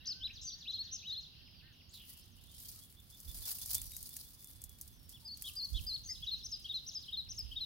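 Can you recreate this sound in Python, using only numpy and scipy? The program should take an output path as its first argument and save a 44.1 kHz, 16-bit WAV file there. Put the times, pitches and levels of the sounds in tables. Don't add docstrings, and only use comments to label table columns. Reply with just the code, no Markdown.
import sys
import numpy as np
from scipy import signal
from scipy.fft import rfft, irfft
from scipy.io import wavfile
from scipy.ndimage import uniform_filter1d

SR = 44100
rng = np.random.default_rng(int(sys.argv[2]) if len(sys.argv) > 2 else 0)


def dump_mix(stems):
    frames = np.atleast_2d(stems).T
    limited = np.clip(frames, -1, 1)
    pcm = np.round(limited * 32767).astype(np.int16)
    wavfile.write(sys.argv[1], SR, pcm)


def gain_from_db(level_db):
    decades = np.asarray(level_db, float) / 20
    return 10 ** decades


N = 337365
TIME = np.arange(N) / SR


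def curve(table):
    return np.interp(TIME, *np.transpose(table))


def by_hz(table, hz):
    f, value = np.transpose(table)
    return np.interp(np.log(hz + 1), np.log(f + 1), value)


def colour(x, table):
    hz = np.fft.rfftfreq(x.shape[-1], 1 / SR)
    top_hz = 15980
    return irfft(rfft(x) * gain_from_db(by_hz(table, hz)) * (hz < top_hz), x.shape[-1])


def band(x, lo_hz, hi_hz):
    return signal.sosfilt(signal.butter(2, [lo_hz, hi_hz], "bandpass", fs=SR, output="sos"), x)


def unit(x):
    return x / np.sqrt(np.mean(x ** 2))


def smooth(x, size):
    return uniform_filter1d(x, size=size)


def walk(rate_hz):
    k = int(SR / rate_hz)
    held = np.repeat(rng.standard_normal(N // k + 1), k)
    return unit(smooth(smooth(held, k), k)[:N])


def pan(x, db, lag=0):
    return np.array([x * gain_from_db(db / 2), np.roll(x, lag) * gain_from_db(-db / 2)])


def add(track, start_s, sound):
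    i = int(start_s * SR)
    track[i:i + len(sound)] += sound[:N - i]


def glide(t, knots, values):
    gaps = np.diff(knots)
    slope = np.diff(values) / gaps
    same = np.maximum(slope[1:] * slope[:-1], 0)
    lean = np.r_[slope[0], 2 * same / (slope[1:] + slope[:-1] + 1e-9), slope[-1]]
    k = np.clip(np.searchsorted(knots, t, side="right") - 1, 0, len(slope) - 1)
    h = gaps[k]
    u = (t - knots[k]) / h
    ease = u * u * (3 - 2 * u)
    bend = (1 - u) * lean[k] - u * lean[k + 1]
    return values[k] + ease * h * slope[k] + h * u * (1 - u) * bend


def whistle(ms, hz, db, wobble=.005, third_db=-28, edge_ms=3, flutter=0):
    t = np.arange(0, ms[-1], 1000 / SR)
    pitch = glide(t, ms, np.asarray(hz, float))
    pitch *= 1 + wobble * unit(smooth(rng.standard_normal(len(t)), 60))

    flutter_hz, below_hz, settled_ms = 120, 3250, 45
    low_start = np.clip((below_hz - pitch) / 600, 0, 1) * np.clip((settled_ms - t) / 8, 0, 1)
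    pitch *= 1 + flutter * low_start * np.sin(2 * np.pi * flutter_hz * t / 1000)

    level_db = glide(t, ms, db)
    waver = unit(smooth(smooth(rng.standard_normal(len(t)), 100), 100))
    softness = np.clip((level_db.max() - level_db) / 14, 0, 1)
    pitch *= 1 + .015 * softness * waver

    phase = 2 * np.pi * np.cumsum(pitch) / SR
    edges = np.clip(np.minimum(t, ms[-1] - t) / edge_ms, 0, 1)
    third = gain_from_db(third_db) * np.clip(1 - np.abs(pitch - 4200) / 900, 0, 1)
    tone = np.sin(phase) + third * np.sin(3 * phase)
    return np.sqrt(2) * gain_from_db(level_db) * edges * tone


def arch(length_s, start_hz, mid_hz, end_hz, db, wobble=0.01):
    u = np.linspace(0, 1, num=9)
    hz = np.polyval(np.polyfit([0, .5, 1], [start_hz, mid_hz, end_hz], deg=2), u)
    return whistle(1000 * length_s * u, hz, db - 8 * (2 * u - 1) ** 4, wobble, -52)


def scrub(x, t60_s, wet_db, sparse_db):
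    t = np.arange(int(SR / 2)) / SR
    tail = rng.standard_normal((2, len(t))) * gain_from_db(sparse_db * rng.standard_normal((2, len(t))))
    tail = tail * gain_from_db(-60 * t / t60_s) * (1 - np.exp(-t / 0.0027))
    tail = tail / np.sqrt(np.sum(tail ** 2, axis=1, keepdims=True))
    return gain_from_db(wet_db) * signal.fftconvolve(x[None], tail, axes=1)[:, :N]


def air():
    # freq_hz, level_db (per Hz)
    spectrum = [(18, -30), (30, -9), (82, -1), (249, -13), (476, -26), (2500, -30), (3500, -23),
                (5300, -33), (7400, -46), (9500, -39), (11500, -31), (16000, -32)]
    # freq_hz, difference_db
    lean_left = [(100, -5.5), (400, -6), (1000, -2.5), (2400, 0), (15000, -3)]
    # freq_hz, likeness (0-1)
    likeness = [(60, 1), (200, 0.83), (700, 0.3), (1400, 0)]
    hz = np.fft.rfftfreq(N, 1 / SR)
    alike = np.clip(by_hz(likeness, hz), 0, 1)
    mid, side = rfft(colour(rng.standard_normal((2, N)), spectrum))
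    ports = []
    for sign in (1, -1):
        port = mid * np.sqrt(1 + alike) + sign * side * np.sqrt(1 - alike)
        ports.append(port * gain_from_db(sign * by_hz(lean_left, hz) / 2))
    return unit(irfft(np.array(ports), N)) * gain_from_db(-63)


def wind():
    # time_s, level_db
    gust_levels = [(0.0, -59), (0.13, -77), (0.21, -57.5), (0.58, -67.5), (3.22, -66.5), (3.28, -46),
                   (3.32, -53), (3.43, -50), (3.47, -68), (3.64, -53), (4.43, -69.5), (4.69, -60),
                   (5.69, -65), (5.73, -44.5), (5.94, -55), (7.09, -65.5), (7.5, -53), (7.65, -61.5)]
    # time_s, peak_db, pitch_hz
    thumps = [
        (3.283, -40, 61),
        (5.75, -33, 54.2),
    ]
    gusts = unit(band(rng.standard_normal((2, N)), 33.3, 83))
    gusts = gusts * gain_from_db(curve(gust_levels) + 2 * walk(9) - 2.5)
    right = gusts[0]
    for s, db, hz in thumps:
        swell = np.exp(-((TIME - s) / 0.015) ** 2)
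        right = right + gain_from_db(db) * swell * np.cos(2 * np.pi * hz * (TIME - s))
    right = 2 * right

    brush_s, brush_length_s, brush_db = 6.93, .09, -73
    brush = np.exp(-((TIME - brush_s) / brush_length_s) ** 2)
    right += gain_from_db(brush_db) * brush * unit(band(rng.standard_normal(N), 220, 650))
    return np.array([0.08 * right + 0.62 * gusts[1], right])


def chorus():
    # time_s, level_db
    chorus_levels = [(0, -64.5), (1.2, -64), (1.45, -62.5), (1.9, -65.5), (2.4, -69.5), (4, -91.5),
                     (5.2, -75), (6, -65), (7.65, -61.5)]
    blur = 0
    for lo in (2600, 3100, 3800, 4400):
        voices = band(band(rng.standard_normal((2, N)), lo, 1.3 * lo), lo, 1.3 * lo)
        blur = blur + gain_from_db(3 * walk(14)) * unit(voices)
    return gain_from_db(curve(chorus_levels)) * unit(blur)


def piper(far):
    # start_s, peak_db
    piped = [(2.5207, -68), (2.6379, -68), (2.8094, -66), (2.9642, -63), (3.1183, -59), (3.2735, -55.5),
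             (3.4306, -54.5), (3.6032, -55.5), (3.7544, -53), (4.0966, -63), (4.2527, -66.5)]
    warm_hz, climb_hz_per_s, warm_at_s = 3530, 900, 2.96
    for start, db in piped:
        hz = warm_hz - climb_hz_per_s * max(warm_at_s - start, 0)
        add(far, start, arch(0.044, .97 * hz, .995 * hz, 1.01 * hz, db - 2.5, wobble=.018))


def chatter(far):
    ms, hz = np.array([0, 8, 17, 28.]), [4300, 3150, 2750, 1800]
    shape_db = np.array([-7, -2, 0, -12.])
    for first_s, last_s, db, count in ((1.328, 1.795, -66.5, 8), (7.254, 7.444, -68, 4)):
        for start in np.linspace(first_s, last_s, count):
            add(far, start, whistle(ms, hz, db + shape_db, wobble=.035))


def calls(far):
    # start_s, length_s, start_hz, end_hz, level_db
    glides = [(.01, 0.028, 3860, 3810, -63), (2.53, 0.087, 5430, 5160, -74.5),
              (.08, 0.2, 1450, 1580, -76.5), (0.419, 0.012, 5600, 5000, -54), (.431, .008, 5050, 5550, -52),
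              (.438, .009, 5500, 4750, -56), (1.44, .12, 5150, 4950, -67.5), (1.55, .065, 4850, 4400, -67),
              (1.62, .06, 4400, 3950, -76), (.004, .02, 2750, 2700, -63), (.212, .01, 5250, 5150, -60),
              (.274, .012, 5250, 5100, -58), (2.475, .035, 3250, 3780, -68), (2.228, .022, 5500, 6500, -72),
              (2.06, .07, 2050, 1900, -81), (5.22, .07, 900, 900, -79), (5.62, .08, 1120, 1080, -81),
              (5.8, .17, 1100, 1050, -84), (5.345, .05, 6800, 4900, -70), (5.505, .02, 4300, 6200, -62),
              (5.635, .025, 4600, 6300, -58), (5.79, .05, 5600, 5000, -68), (5.762, .02, 4000, 6600, -62),
              (6.04, .016, 3000, 5400, -63), (1.725, .032, 6700, 4900, -72), (2.31, 0.05, 6750, 4720, -76),
              (3.28, 0.15, 5150, 4560, -69), (3.922, .04, 3750, 3850, -59),
              (3.818, 0.16, 5800, 5820, -70.5), (4.37, .41, 3540, 3360, -72.5),
              (4.863, 0.11, 3450, 3430, -74), (2.37, 0.055, 2760, 3750, -73), (4.93, .31, 5410, 5400, -74),
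              (4.92, .07, 6050, 6030, -72)]
    # start_s, length_s, foot_hz, top_hz, level_db
    flicks = [(2.74, 0.07, 1100, 1300, -79), (1.89, .014, 5300, 7000, -63), (1.906, .022, 5150, 8400, -69),
              (2.212, .025, 3240, 5400, -62), (5.45, .15, 1150, 1200, -78), (6.09, 0.027, 1820, 2100, -61)]
    # start_s, length_s, start_hz, middle_hz, end_hz, level_db
    hoarse = (1.925, .14, 4700, 3250, 2800, -63)
    for start, length, hz, end_hz, db in glides:
        mid_hz = 1.008 * (hz + end_hz) / 2
        add(far, start, arch(length, hz, mid_hz, end_hz, db))
    for start, length, hz, top_hz, db in flicks:
        add(far, start, arch(length, hz, top_hz, hz, db))
    rasp = arch(*hoarse[1:], wobble=.07) + .7 * arch(*hoarse[1:], wobble=.14)
    add(far, hoarse[0], rasp * np.linspace(1.9, .5, len(rasp)))


def croaks(far):
    croak_levels = [-72, -72, -76.5, -73, -77, -77.5, -68]
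    gap_s, length_s, base_hz = .27, .11, 265
    for turn, db in enumerate(croak_levels):
        for k, part_db in ((6, -4), (7, 0), (8, -6)):
            hz = k * base_hz
            partial = arch(length_s, .88 * hz, hz, .87 * hz, db + part_db - 5.5, wobble=.03)
            add(far, turn * gap_s, partial)


def second_bird():
    # time_ms, pitch_hz, level_db (under its top)
    v_note = [(0, 5100, -12), (6.25, 4800, -4), (13.27, 4300, -3), (28.92, 3400, -2), (36, 2900, -26),
              (41.56, 3800, -1.5), (57.6, 4250, -13)]
    # first_s, last_s, first_db, last_db
    bouts = [
        (.354, 1.224, -51, -54),
        (6.134, 7.017, -54, -53.5),
    ]
    voice = np.zeros(N)
    ms, hz, shape_db = np.transpose(v_note)
    for bout in bouts:
        for start, db in np.linspace(bout[::2], bout[1::2], num=8):
            add(voice, start, whistle(ms, hz, shape_db + db))
            add(voice, start - .022, arch(0.036, 5960, 5700, 5300, db - 10.5, wobble=0.08))
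    return voice


def distant_birds():
    second, far = second_bird(), np.zeros(N)
    for sing in (piper, chatter, calls, croaks):
        sing(far)
    far = far * gain_from_db(1.5 * walk(60))
    wet = scrub(second, .5, -1, 3) + scrub(far, .25, -5, 3)
    return pan(second, 1) + pan(far, -1.7) + wet + chorus()


def efforts(table):
    still_db = -94
    power = gain_from_db(2 * still_db)
    for s, db, rise, fall in table:
        away_db = 10 * np.maximum((s - TIME) / rise, (TIME - s) / fall)
        power = power + gain_from_db(2 * (db - away_db))
    return np.sqrt(power)


def rustle():
    # time_s, peak_db, rise_s (10 dB), fade_s (10 dB)
    movements = [(1.94, -66, .007, .06), (2.1, -62, .07, .14), (2.55, -65, .1, .3), (2.72, -59.5, .15, .15),
                 (3.1, -70, .5, .5), (3.3, -59, .1, .1), (3.49, -48.5, .12, .3), (3.745, -46.5, .08, .05),
                 (4.14, -57.5, .25, .25), (4.5, -69, .5, .8), (4.88, -67, .3, .08), (5.1, -67, .005, .3),
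                 (5.42, -60, .05, .6), (5.8, -65.5, .3, .2), (6.1, -76, .5, 40)]
    # freq_hz, level_db (per Hz)
    leaf = [(600, -12), (1500, -17), (2500, -15), (4700, 1.5), (7400, -5.5), (10000, 1.5), (15000, 0)]
    scrapes_per_s = 160
    flurry = (rng.random(N) < scrapes_per_s / SR) * gain_from_db(np.minimum(2.5 * rng.exponential(size=N), 6))
    fade = np.exp(-np.arange(2000) / SR / 0.0063)
    scrape = 0
    for lo in (600, 3000, 4500, 6700, 10000, 13000):
        share = signal.fftconvolve(flurry * gain_from_db(3.9 * rng.standard_normal(N)), fade)[:N]
        grit = gain_from_db(2.3 * rng.standard_normal((2, N))) * rng.standard_normal((2, N))
        grit = grit + 0.17 * rng.standard_normal(N)
        level = (.45 + .6 * unit(share)) * gain_from_db(2.25 * walk(15))
        scrape = scrape + level * band(grit, lo, max(1.67 * lo, 3000))
    return unit(colour(scrape, leaf)) * efforts(movements) * gain_from_db(6.5)


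def snaps():
    # time_s, peak_db, wood_db (woody part under the crack)
    snapped = [(1.9375, -52, -1), (2.0946, -46, -12), (2.137, -49, -14), (2.4384, -52, -15),
               (2.5162, -50, -12), (2.6025, -41, -16), (2.6359, -46, -12), (2.6614, -45, -9),
               (2.7164, -41, -13), (2.7601, -47, -10), (2.798, -47, -13), (2.8374, -47, -20),
               (2.9262, -50, -10), (3.0011, -49, -14), (3.1487, -50, -7), (3.2026, -42, -22),
               (3.273, -51, -7), (3.2879, -47, -2), (3.3144, -45, -2), (3.3872, -41, -14),
               (3.481, -35, -14), (3.5279, -34, -17), (3.5857, -37, -10), (3.6606, -31, -23),
               (3.6855, -38, -14), (3.7065, -30, -16), (3.7339, -27, -16), (3.7459, -20, -21),
               (3.7514, -19, -23), (3.7818, -32, -11), (3.8172, -30, -12), (3.919, -39, -11),
               (3.9354, -39, -6), (3.9664, -29, -17), (4.0282, -33, -27), (4.0921, -38, -18),
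               (4.1669, -29, -16), (4.3001, -50, -14), (4.4253, -45, -13), (4.4448, -39, -19),
               (4.4732, -45, -18), (4.5116, -48, -16), (4.6179, -38, -20), (4.6399, -33, -23),
               (4.6942, -42, -23), (4.7875, -48, -15), (4.8125, -31, -27), (4.8778, -45, -22),
               (5.0938, -41, -21), (5.3732, -40, -17), (5.4226, -30, -13), (5.5368, -46, -15),
               (5.5538, -46, 6), (5.6481, -42, 3), (5.7029, -44, -12), (5.8501, -43, -1), (5.8674, -46, 7),
               (6.6009, -52, -3), (7.3911, -41, 2)]
    ports = np.zeros((2, N))
    t = np.arange(1500) / SR
    noise = rng.standard_normal((len(snapped), 3, len(t)))
    burst = noise[:, :1] + .9 * noise[:, 1:]
    burst = burst * (np.exp(-t / .0016) + .28 * np.exp(-t / .012))
    cracks = band(band(burst, 6000, 16000), 3000, 16500)
    woods = band(burst, 2100, 6500)
    for (start, db, wood_db), crack, wood in zip(snapped, cracks, woods):
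        crack = crack + gain_from_db(min(wood_db, -11) + 3) * wood
        for side in range(2):
            add(ports[side], start - .0005, crack[side] * gain_from_db(db - 4.5))
    return ports


def climber():
    return rustle() + snaps()


def trill(ms, first_hz, second_hz, db, count, second_db=0):
    odd = np.arange(count) % 2
    hz = np.where(odd, np.linspace(*second_hz, count), np.linspace(*first_hz, count))
    return list(zip(np.linspace(*ms, count), hz, np.linspace(*db, count) + odd * second_db))


def hopping_phrase():
    # time_ms, dip_hz, top_hz, dip_db
    dips = [
        (14, 2700, 4090, -12),
        (70, 3200, 4250, -17),
        (121, 3270, 4380, -17),
        (181, 3400, 3400, -18),
    ]
    shoulder_at, shoulder_rise, top_at = .36, .8, .76
    points = [(0, 2600, -19)]
    for (ms, dip, top, db), after in zip(dips, dips[1:]):
        span = after[0] - ms
        shoulder_hz = dip + shoulder_rise * (top - dip)
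        points += [(ms, dip, db), (ms + shoulder_at * span, shoulder_hz, -.4), (ms + top_at * span, top, .3)]
    ms, dip, _, db = dips[-1]
    return points + [(ms, dip, db)]


def repertoire():
    plain = { "arch": [(0, 3140, -30), (18, 2970, -14), (58, 3960, 0), (67, 3870, -1), (75, 3140, -12),
             (83, 2100, -20)], "low": [(0, 2320, -21), (8, 2490, -4), (18.5, 2750, 0), (30.4, 2400, -24)],
             "peep": [(0, 4550, -9), (20, 4820, -2), (29, 4600, -12)], "soft": [(0, 3200, -12),
             (26, 3560, 2), (55, 2700, -12)], "wave": [(0, 4450, -16), (7, 4850, -5), (19, 4950, -2),
             (52, 4220, -3), (83, 4580, -1), (96, 4350, -1), (102, 3900, -12)], "dive": [(0, 4600, -14),
             (7, 4850, -4), (18, 4950, -2), (40, 4250, -3), (58, 4050, -4), (83, 4400, -1), (97, 4150, -2),
             (105, 2800, -20)], "lift": [(0, 4650, -9), (12, 4900, -3), (35, 5180, -2), (47, 5000, -12)]}
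    stepped = { "stair": [(0, 2450, -24), (42, 3220, -11), (49, 3870, -8), (74, 3960, -4), (77.4, 3660, -4),
               (118, 4280, -3), (128, 3480, -10), (168, 4300, -5), (190, 3600, -18)],
               "thin": [(0, 6700, -10), (5, 5900, -8), (12, 7200, -14), (16, 6100, -2), (21, 6300, -16),
               (27, 6600, 0), (48, 5950, -4), (86, 6700, -3), (93, 6400, -11)], "late": [(0, 2950, -15),
               (14, 3250, -6), (36, 2750, -26), (54, 3800, -1), (72, 3600, -2), (82, 3150, -20),
               (98, 4200, 0), (122, 3900, 0), (135, 3700, -12)], "three": [(0, 3100, -15), (17, 3350, -5),
               (38, 2800, -24), (58, 3850, -1), (76, 3600, -2), (87, 3250, -18), (103, 4220, 0),
               (128, 3960, 0), (145, 3650, -14)]}
    swoop = [(0, 5030, -18)]
    swoop += trill((7.5, 35), (3350, 4700), (6200, 6500), (-15, 1.5), count=5, second_db=4)
    swoop += [(46, 5450, .5), (70, 4700, 1), (88, 4000, -3), (92, 2900, -16)]
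    ripple = trill((0, 35), (7200, 8200), (5500, 6100), (-13, -14), count=6, second_db=8)
    ripple += trill((43, 143), (6550, 6000), (6100, 5600), (-1, -12), count=11)
    shake = [(0, 5640, -18), (20, 6000, -1)]
    shake += trill((24.5, 59), (6550, 6450), (6000, 5250), (1.5, -2.5), count=6)
    shake += [(63.4, 5210, -15)]
    purr = [(0, 3400, -14)]
    purr += trill((11, 44.5), (3250, 3100), (3450, 4150), (-4, -1.5), count=9)
    purr += [(50, 3100, -3), (65, 2400, -14)]
    flourish = [(0, 4730, -23), (8.5, 5460, -11), (28, 6110, -5), (35.9, 5080, -4)]
    flourish += trill((43, 78), (6600, 6650), (5500, 5600), (-23, -18), count=5, second_db=-2)
    flourish += [(96, 5150, -1), (118, 4900, -2), (124, 4400, -16)]
    return {**plain, **stepped, "hops": hopping_phrase(), "swoop": swoop, "ripple": ripple,
            "shake": shake, "purr": purr, "flourish": flourish}


def songbird():
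    # start_s, syllable, stretch (ratio), pitch (ratio), level_db
    song = [(0.046, "swoop", 0.95, 0.99, -41), (0.198, "arch", 1.02, 1.016, -38),
            (0.293, "low", 0.96, 0.98, -51), (0.412, "ripple", 0.98, 0.97, -43.5),
            (0.468, "peep", 1.07, 0.99, -42.5), (0.523, "peep", 1.1, 0.95, -45),
            (0.652, "hops", 0.99, 1.0, -40.5), (0.908, "shake", 0.98, 0.99, -42.5),
            (1.025, "stair", 0.97, 0.99, -38), (5.125, "soft", 1.01, 0.98, -58),
            (5.248, "wave", 0.99, 1.01, -45.5), (5.438, "purr", 0.98, 1.004, -44),
            (5.56, "wave", 1.0, 0.99, -39), (5.739, "purr", 0.94, 1.026, -42.5),
            (5.864, "dive", 1.0, 1.0, -38.0), (6.035, "thin", 0.96, 0.99, -48.5),
            (6.087, "lift", 1.0, 1.0, -39.5), (6.222, "three", 0.95, 1.016, -37.5),
            (6.432, "flourish", 1.0, 1.0, -39), (6.642, "three", 1.01, 0.99, -38.5),
            (6.859, "flourish", 1.03, 1.006, -39.5), (7.079, "late", 1.0, 1.0, -39),
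            (7.284, "flourish", 1.08, 1.013, -40), (7.512, "late", 1.03, 0.99, -39.5)]
    voice, known = np.zeros(N), repertoire()
    for start, syllable, stretch, ratio, db in song:
        ms, hz, shape_db = np.transpose(known[syllable])
        add(voice, start, whistle(ms * stretch, hz * ratio, shape_db + db, flutter=.06))
    bounced = voice + 0.12 * np.roll(voice, 130)
    return pan(bounced, 2.7, lag=1) + scrub(voice, 0.44, -9, 2)


def scene():
    return air() + wind() + distant_birds() + climber() + songbird()


def thin_treble(x):
    mask_db, hush_db, spread_db, from_hz = -44, -104, 3.5, 4600
    weaker_above_hz, fall_db_per_khz = 9200, 3
    hz, _, spec = signal.stft(x, SR, nperseg=2048, noverlap=1024)
    bins = 12
    group = np.arange(len(hz)) // bins
    power = np.add.reduceat(np.abs(spec) ** 2, np.arange(0, len(hz), bins), axis=1).mean(axis=0)
    db = 10 * np.log10(power + 1e-18)
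    chance = uniform_filter1d(rng.standard_normal(db.shape), size=3, axis=1) * np.sqrt(3)
    fall = fall_db_per_khz * np.maximum(hz[::bins] - weaker_above_hz, 0) / 1000
    loudest = db[7:].max(axis=0)
    limit = np.maximum(loudest + mask_db - fall[:, None], hush_db) + spread_db * chance
    keep = (db > limit)[group] | (hz < from_hz)[:, None]
    return signal.istft(spec * keep, SR, nperseg=2048, noverlap=1024)[1][:, :N]


def band_limit(x):
    return signal.sosfilt(signal.butter(12, 16050, fs=SR, output="sos"), x)


def record(dry):
    quieted = thin_treble(dry)
    return band_limit(quieted)


dry = scene()
out = record(dry)
dump_mix(out)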